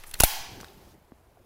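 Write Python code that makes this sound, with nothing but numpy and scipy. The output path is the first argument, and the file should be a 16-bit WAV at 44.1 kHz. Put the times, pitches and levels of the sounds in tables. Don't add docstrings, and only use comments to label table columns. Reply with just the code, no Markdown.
import sys
import numpy as np
from scipy import signal
from scipy.io import wavfile
from scipy.ndimage import uniform_filter1d

SR = 44100
rng = np.random.default_rng(int(sys.argv[2]) if len(sys.argv) > 2 else 0)


def wrap_up_sound(samples):
    columns = np.atleast_2d(samples).T
    tamed = np.clip(columns, -1, 1)
    steps = np.round(tamed * 32767).astype(np.int16)
    wavfile.write(sys.argv[1], SR, steps)


def level_to_linear(level):
    exponent = np.asarray(level, float) / 20
    return 10 ** exponent


N = 63945

# [f/Hz, level/dB]
FLOOR_COLOUR = [(12, -33), (20, -15.5), (74, -2), (228, -26), (410, -11), (446, -15.5), (642, -12.5),
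                (698, -15), (16000, -54.5)]
# [f/Hz, t60/s]
HALL_T60 = [(200, .5), (800, 1.025), (2500, 0.81), (5500, 0.78), (9000, 0.48), (15000, 0.38)]
# [f/Hz, level/dB]
HALL_SPECTRUM = [(250, -25), (500, -5.5), (820, 5), (1300, -5), (2100, 2), (3200, 1.5), (6000, 0.5),
                 (8200, -2), (15000, 5.5)]
# [t/s, level/dB]
ARM_MOTION = [(0, -67), (.13, -57), (.3, -57), (.46, -62), (.53, -54), (.63, -56.5), (.72, -60),
              (.87, -60.5), (.93, -62), (.97, -69), (1.2, -71.5), (1.45, -70.5)]
# [f/Hz, level/dB]
RUSTLE_COLOUR = [(350, -35.5), (600, -4), (679, -12.5), (748, -1.5), (1180, -7.5), (8740, -17),
                 (14300, -13.5), (16000, -19.5)]
# [t/s, level/dB]
WEIGHT_SHIFT = [(0, -69), (.12, -59), (.3, -52.5), (.46, -56.5), (.53, -49.5), (.63, -48), (.68, -51),
                (.76, -53.5), (.87, -55), (.95, -56), (1.03, -65), (1.3, -65), (1.45, -60.5)]
# [f/Hz, level/dB]
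RUMBLE_COLOUR = [(8.8, -32), (15, 0), (43, -5), (249, -11.5), (409, -8.5), (477, -18.5), (900, -20.5),
                 (1170, -49), (1980, -120)]
# [t/s, level/dB]
SLEEVE_DRAW = [
    (.72, -95),
    (.8, -68.5),
    (.88, -68),
    (.925, -67),
    (.95, -92),
]
# [f/Hz, level/dB]
SLEEVE_DRAW_COLOUR = [(1000, -29.5), (2000, -6.5), (4500, 1), (6500, -4.5), (9000, -14.5), (16000, -13.5)]
# [t/s, peak/dB, length/s]
AIR_PUFFS = [
    (0.142, -33.5, 0.0045),
    (0.189, -36, 0.011),
    (0.2047, -14.5, 0.0024),
    (0.236, -9.5, 0.003),
    (0.309, -35, 0.052),
]
# [t/s, peak/dB, f/Hz, t60/s, start phase/turns]
GRIP_KNOCKS = [(.2045, -9, 420, 0.01, 0.64), (0.203, -13.5, 1463, 0.019, 0.15),
               (.2055, -12, 925, 0.0091, 0.18), (0.2353, -15.5, 340.5, .02, 0.34),
               (0.518, -36.5, 105.6, 0.067, 0.14), (.6028, -33.5, 1530, 0.0095, 0.54),
               (0.6312, -29.5, 1140, 0.0058, 0.1), (0.6321, -31.5, 446, 0.0091, 0.52),
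               (.6448, -32, 1480, 0.0091, 0.08), (0.864, -40.5, 50.44, 0.074, 0.19),
               (0.98, -47.5, 168, .03, 0.14), (1.1198, -31.5, 704, 0.005, .1),
               (1.1205, -33, 249, 0.024, 0.76), (0.2144, -18, 950, 0.013, 0.065),
               (1.372, -45.5, 700, 0.026, 0.13)]
# [multiple of fundamental, level/dB]
WELL_HARMONICS = [(1, -1), (2, -10), (3, -14.5), (4, -15.5), (5, -14.5), (6, -9), (7, -16)]
# [t/s, level/dB]
SLIDE_LEVEL = [
    (0, -61),
    (.055, -61),
    (.068, -48),
    (.098, -50),
    (.122, -64.5),
    (.165, -73.5),
    (.19, -44),
    (.2, -41),
    (.205, -79),
]
# [f/Hz, level/dB]
SLIDE_SPECTRUM = [(590, -43), (1000, -7.5), (1730, -2), (3750, -20.5), (11000, 0), (16000, -10.5)]
# [t/s, level/dB, chatter length/s, brightest f/Hz, ring share/dB]
LIGHT_TICKS = [(0.0365, -45.5, 0.0019, 2540, -7), (0.0367, -47, 0.00071, 11100, -13),
               (.0405, -46.5, 0.0037, 1980, -5), (0.082, -48.5, 0.00049, 11400, -10),
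               (0.112, -41, 0.0011, 10500, -2.5), (0.1373, -44.5, 0.0016, 2930, -10),
               (0.1409, -33, 0.00136, 4400, -9.5), (0.1404, -32, 0.0012, 11000, -16.5),
               (0.149, -45.5, 0.008, 1900, -4), (0.138, -40, 0.0067, 2400, -6),
               (0.1136, -47, 0.0022, 2450, -13), (0.142, -43, 0.0015, 10700, -6),
               (0.192, -45, .003, 12010, -6.5), (0.6029, -47, 0.0018, 5020, -8),
               (0.6102, -44.5, 0.0014, 5500, -1), (.611, -48, 0.0026, 11000, -14),
               (0.644, -50, 0.0018, 5000, -19), (0.683, -57, 0.003, 3485, -12)]
# [t/s, level/dB, chatter length/s, brightest f/Hz, ring share/dB]
STEEL_CONTACTS = [(0.2012, -16, 0.001, 7000, -12), (0.2033, -14.5, 0.0016, 11520, -6),
                  (0.2046, -22, .002, 4495, -13), (0.2059, -15, 0.0007, 6070, -14),
                  (0.204, -18, .003, 15000, -4.5), (0.2069, -20, .001, 9000, -10.5),
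                  (0.2126, -40.5, .002, 2750, -8), (0.2148, -27.5, .001, 3176, -10),
                  (0.2126, -33.5, .003, 13500, -6), (0.2194, -26.5, 0.001507, 11380, -2),
                  (0.2197, -32, 0.002, 5980, -7), (0.2259, -32, .0006, 2765, 2),
                  (0.2348, -17.5, 0.0011, 9300, -7), (0.236, -16.5, 0.001, 12100, -2),
                  (.2364, -24.5, 0.0011, 4250, -7.5), (0.2384, -19, 0.0015, 9800, -5.5),
                  (.239, -22.5, 0.0066, 13500, -8), (.2392, -28, .006, 3398, -10.5),
                  (0.2429, -24.5, .002, 9300, -8), (0.2467, -33, .002, 4500, -7.5),
                  (0.2476, -24.5, .0015, 12410, -7.5), (0.2518, -30.5, .001, 2497, -6.5)]
# [f/Hz, level/dB, t60/s]
STEEL_MODES = [(1465, -5, .014), (2050, -6, .01), (2750, -4, .014), (3700, -6, .014), (4250, -4, .014),
               (5980, -6, .012), (9300, -5, .012), (10100, -3, .012), (10700, -3, .012), (11345, -4, .02),
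               (12410, -6, .014), (13800, -8, .012), (15400, -7, .01)]
# [t/s, peak/dB, f/Hz, t60/s, start phase/turns]
STEEL_PINGS = [(.1412, -28, 4250, 0.019, 0), (.2064, -12, 6850, .009, 0), (0.0401, -40, 1220, 0.022, 0),
               (0.2008, -14.5, 2800, .008, 0), (.2036, -9.5, 10500, .012, 0),
               (0.2048, -10.5, 2760, 0.0097, 0.0014), (.2073, -18.5, 4970, .014, 0),
               (.2122, -28, 2805, .016, 0), (0.2358, -14, 10120, .014, 0.0038),
               (0.2359, -7.5, 10070, .012, 0.00039), (0.2367, -15, 9600, .012, 0),
               (.2382, -19, 12410, .03, 0.0014), (0.2474, -20, 2270, .014, 0.00035),
               (0.6449, -38, 3750, 0.011, 0), (0.6833, -46, 3750, 0.014, 0.0021)]
# [f/Hz, peak/dB, t60/s]
FREE_MODES = [(9141, -31.5, 0.26), (11370, -6, 0.027), (12410, -33, .14), (12750, -30.5, .13),
              (12935, -32.5, 0.21), (14740, -36, .15)]

FLOOR_DB = -62
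HALL_DB, HALL_RISE_S, HALL_KNOCK_DB = 14.5, 0.059, -44
LINGER_DB, LINGER_S = -9, 0.17
DUCK_S, DUCK_DB, RECOVER_S = 0.22, -14.5, 0.1
SWAY_DB, SWAY_HZ = -44, 16
REBOUND, REBOUND_LONGER = 0.9, 3.5
KNOCK_RISE_TURNS = 0.18
WELL_S, WELL_HZ, WELL_DB = 0.2371, 714.2, -7
WELL_RISE_S, WELL_FALL_S = 0.0015, 0.0022
WELL_TURN, WELL_LAG = 0.042, 0.03
CHATTER_T60_S, CHATTER_RISE_DB, GRIT_DB = 0.008, 0.5, 3.5
WIDTH_OCT, SKIRT_DB, RING_OCT = 0.9, -15, 0.22
SEATED_S = 0.238
EDGE_HZ = 15800


def read(points, hz):
    f, value = np.transpose(points)
    return np.interp(np.log(hz + 1), np.log(f + 1), value)


def curve(points, t):
    return np.interp(t, *np.transpose(points))


def evened(x):
    return x / np.sqrt(np.mean(x ** 2) + 1e-20)


def add(mix, s, sound):
    part = mix[round(s * SR):][:len(sound)]
    part += sound[:len(part)]


def noise(colour, size, patch_db=0., flicker_db=0.):
    frames = 4 * N // size + 5
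    hz = np.fft.rfftfreq(size, 1 / SR)
    real, imag, patches = rng.standard_normal((frames, len(hz), 3)).T
    patches = uniform_filter1d(patches, size=8, axis=0)
    patches = evened(uniform_filter1d(patches, size=6, axis=1))
    flicker = rng.standard_normal(frames)
    field_db = read(colour, hz)[:, None] + patch_db * patches + flicker_db * flicker
    spectra = (real + 1j * imag) * level_to_linear(field_db)
    return evened(signal.istft(spectra, nperseg=size, noverlap=3 * size // 4)[1][:N])


def room_tone():
    return level_to_linear(FLOOR_DB) * noise(FLOOR_COLOUR, size=2048, patch_db=1.0)


def hall(x):
    taps = np.zeros(SR + SR // 4)
    at = np.arange(200, len(taps) - 10, 10)
    taps[at + rng.integers(0, 10, len(at))] = rng.choice([-1., 1.], len(at))
    hz, t, z = signal.stft(taps, SR, nperseg=512)
    decay_db = read(HALL_SPECTRUM, hz)[:, None] - 60 * t / read(HALL_T60, hz)[:, None]
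    z = z * level_to_linear(decay_db) * (1 - np.exp(-t / HALL_RISE_S))
    tail = signal.istft(z, SR, nperseg=512)[1]
    return signal.fftconvolve(x, tail / np.linalg.norm(tail))[:N]


def lingering_hall(t):
    response = hall(1. * (t == 0))
    return level_to_linear(LINGER_DB) * np.roll(response, -round(LINGER_S * SR)) * (t < 1)


def sleeve_rustle(t):
    return level_to_linear(curve(ARM_MOTION, t)) * noise(RUSTLE_COLOUR, size=1024, patch_db=1.5, flicker_db=1.5)


def shirt_rumble(t):
    return level_to_linear(curve(WEIGHT_SHIFT, t)) * noise(RUMBLE_COLOUR, size=1024, patch_db=3.0, flicker_db=1.5)


def drawn_sleeve(t):
    return level_to_linear(curve(SLEEVE_DRAW, t)) * noise(SLEEVE_DRAW_COLOUR, size=256, patch_db=1.0, flicker_db=0.5)


def ducking(t):
    return level_to_linear(DUCK_DB * (t > DUCK_S) * np.exp(-((t - DUCK_S) / RECOVER_S) ** 2))


def air_sway(t):
    return level_to_linear(SWAY_DB) * np.cos(2 * np.pi * SWAY_HZ * (t - .072)) * np.clip((.2 - t) / .05, 0, 1)


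def puff(peak_db, length_s):
    u = np.arange(SR // 5) / SR / length_s
    v = u / REBOUND_LONGER
    rise = u * np.exp(-u)
    rebound = REBOUND / REBOUND_LONGER * v * np.exp(-v)
    return level_to_linear(peak_db) * np.e * (rise - rebound)


def knock(peak_db, hz, t60_s, turn):
    t = np.arange(0, t60_s * 1.5, 1 / SR)
    rise = 1 - np.exp(-(t * hz / KNOCK_RISE_TURNS) ** 2)
    return level_to_linear(peak_db - 60 * t / t60_s) * rise * np.sin(2 * np.pi * (hz * t + turn))


def well():
    t = np.arange(N) / SR - WELL_S
    shape = np.exp(-(t / np.where(t < 0, WELL_RISE_S, WELL_FALL_S)) ** 2)
    swings = np.zeros(N)
    for k, db in WELL_HARMONICS:
        turns = round(k) * (WELL_HZ * t + WELL_TURN + WELL_LAG * k)
        swings += level_to_linear(db) * np.sin(2 * np.pi * turns)
    return level_to_linear(WELL_DB) * shape * swings


def magazine_slide(t):
    return level_to_linear(curve(SLIDE_LEVEL, t)) * noise(SLIDE_SPECTRUM, size=256, patch_db=-3.0, flicker_db=-3.5)


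def contact(level_db, length_s, hz, ring_db):
    carrier, roughness = rng.standard_normal((2, 1024))
    t = np.arange(1024) / SR
    rise_db = CHATTER_RISE_DB * np.minimum(t / length_s, 1)
    fade_db = rise_db - 60 * np.maximum(t - length_s, 0) / CHATTER_T60_S
    grit = carrier * level_to_linear(GRIT_DB * roughness + fade_db) * np.minimum(t * 5000, 1)

    grid_hz = np.linspace(1, SR / 2, 33)
    hump = np.exp(-(np.log2(grid_hz / hz) / WIDTH_OCT) ** 2)
    hump += level_to_linear(SKIRT_DB) * grid_hz / (grid_hz + 2500)
    direct = signal.fftconvolve(grit, signal.firwin2(41, np.linspace(0, 1, 33), hump))[20:]

    modes = np.zeros(len(t))
    for f, db, t60_s in STEEL_MODES:
        nearness = np.exp(-(np.log2(f / hz) / RING_OCT) ** 2)
        modes += nearness * level_to_linear(db - 60 * t / t60_s) * np.sin(2 * np.pi * f * t)
    ring = signal.fftconvolve(grit, modes)

    head = round((length_s + 0.0012) * SR)
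    ring *= level_to_linear(ring_db) / np.std(ring[:head])
    add(ring, 0, direct / np.std(direct[:head]))
    return level_to_linear(level_db) * ring


def free_ring():
    t = np.arange(SR // 2) / SR
    modes = sum(level_to_linear(db - 60 * t / t60_s) * np.sin(2 * np.pi * hz * t) for hz, db, t60_s in FREE_MODES)
    return np.minimum(t / .002, 1) * modes


def scene():
    t = np.arange(N) / SR
    bed = room_tone() + lingering_hall(t) + sleeve_rustle(t) + shirt_rumble(t) + drawn_sleeve(t)
    bed *= ducking(t)

    air = air_sway(t)
    for s, *settings in AIR_PUFFS:
        add(air, s, puff(*settings))

    grip = well()
    for s, *settings in GRIP_KNOCKS:
        add(grip, s, knock(*settings))

    steel = magazine_slide(t)
    clicks = np.zeros(N)
    for table in (LIGHT_TICKS, STEEL_CONTACTS):
        for s, level_db, *settings in table:
            add(steel, s, contact(level_db, *settings))
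            add(clicks, s, level_to_linear([level_db]))
    for s, *settings in STEEL_PINGS:
        add(steel, s, knock(*settings))
    add(steel, SEATED_S, free_ring())

    echo = level_to_linear(HALL_DB) * hall(clicks + level_to_linear(HALL_KNOCK_DB) * grip)
    return (steel + grip + air + bed + echo)[None]


def roll_off(x):
    return signal.sosfilt(signal.butter(12, 16960, fs=SR, output="sos"), x)


def record(dry):
    x = np.tanh(dry / 1.358) * 1.27
    lowpass = signal.firwin(255, EDGE_HZ, window=("kaiser", 6), fs=SR)
    x = signal.oaconvolve(x, lowpass[None], "same")
    return roll_off(x)


dry = scene()
out = record(dry)
wrap_up_sound(out)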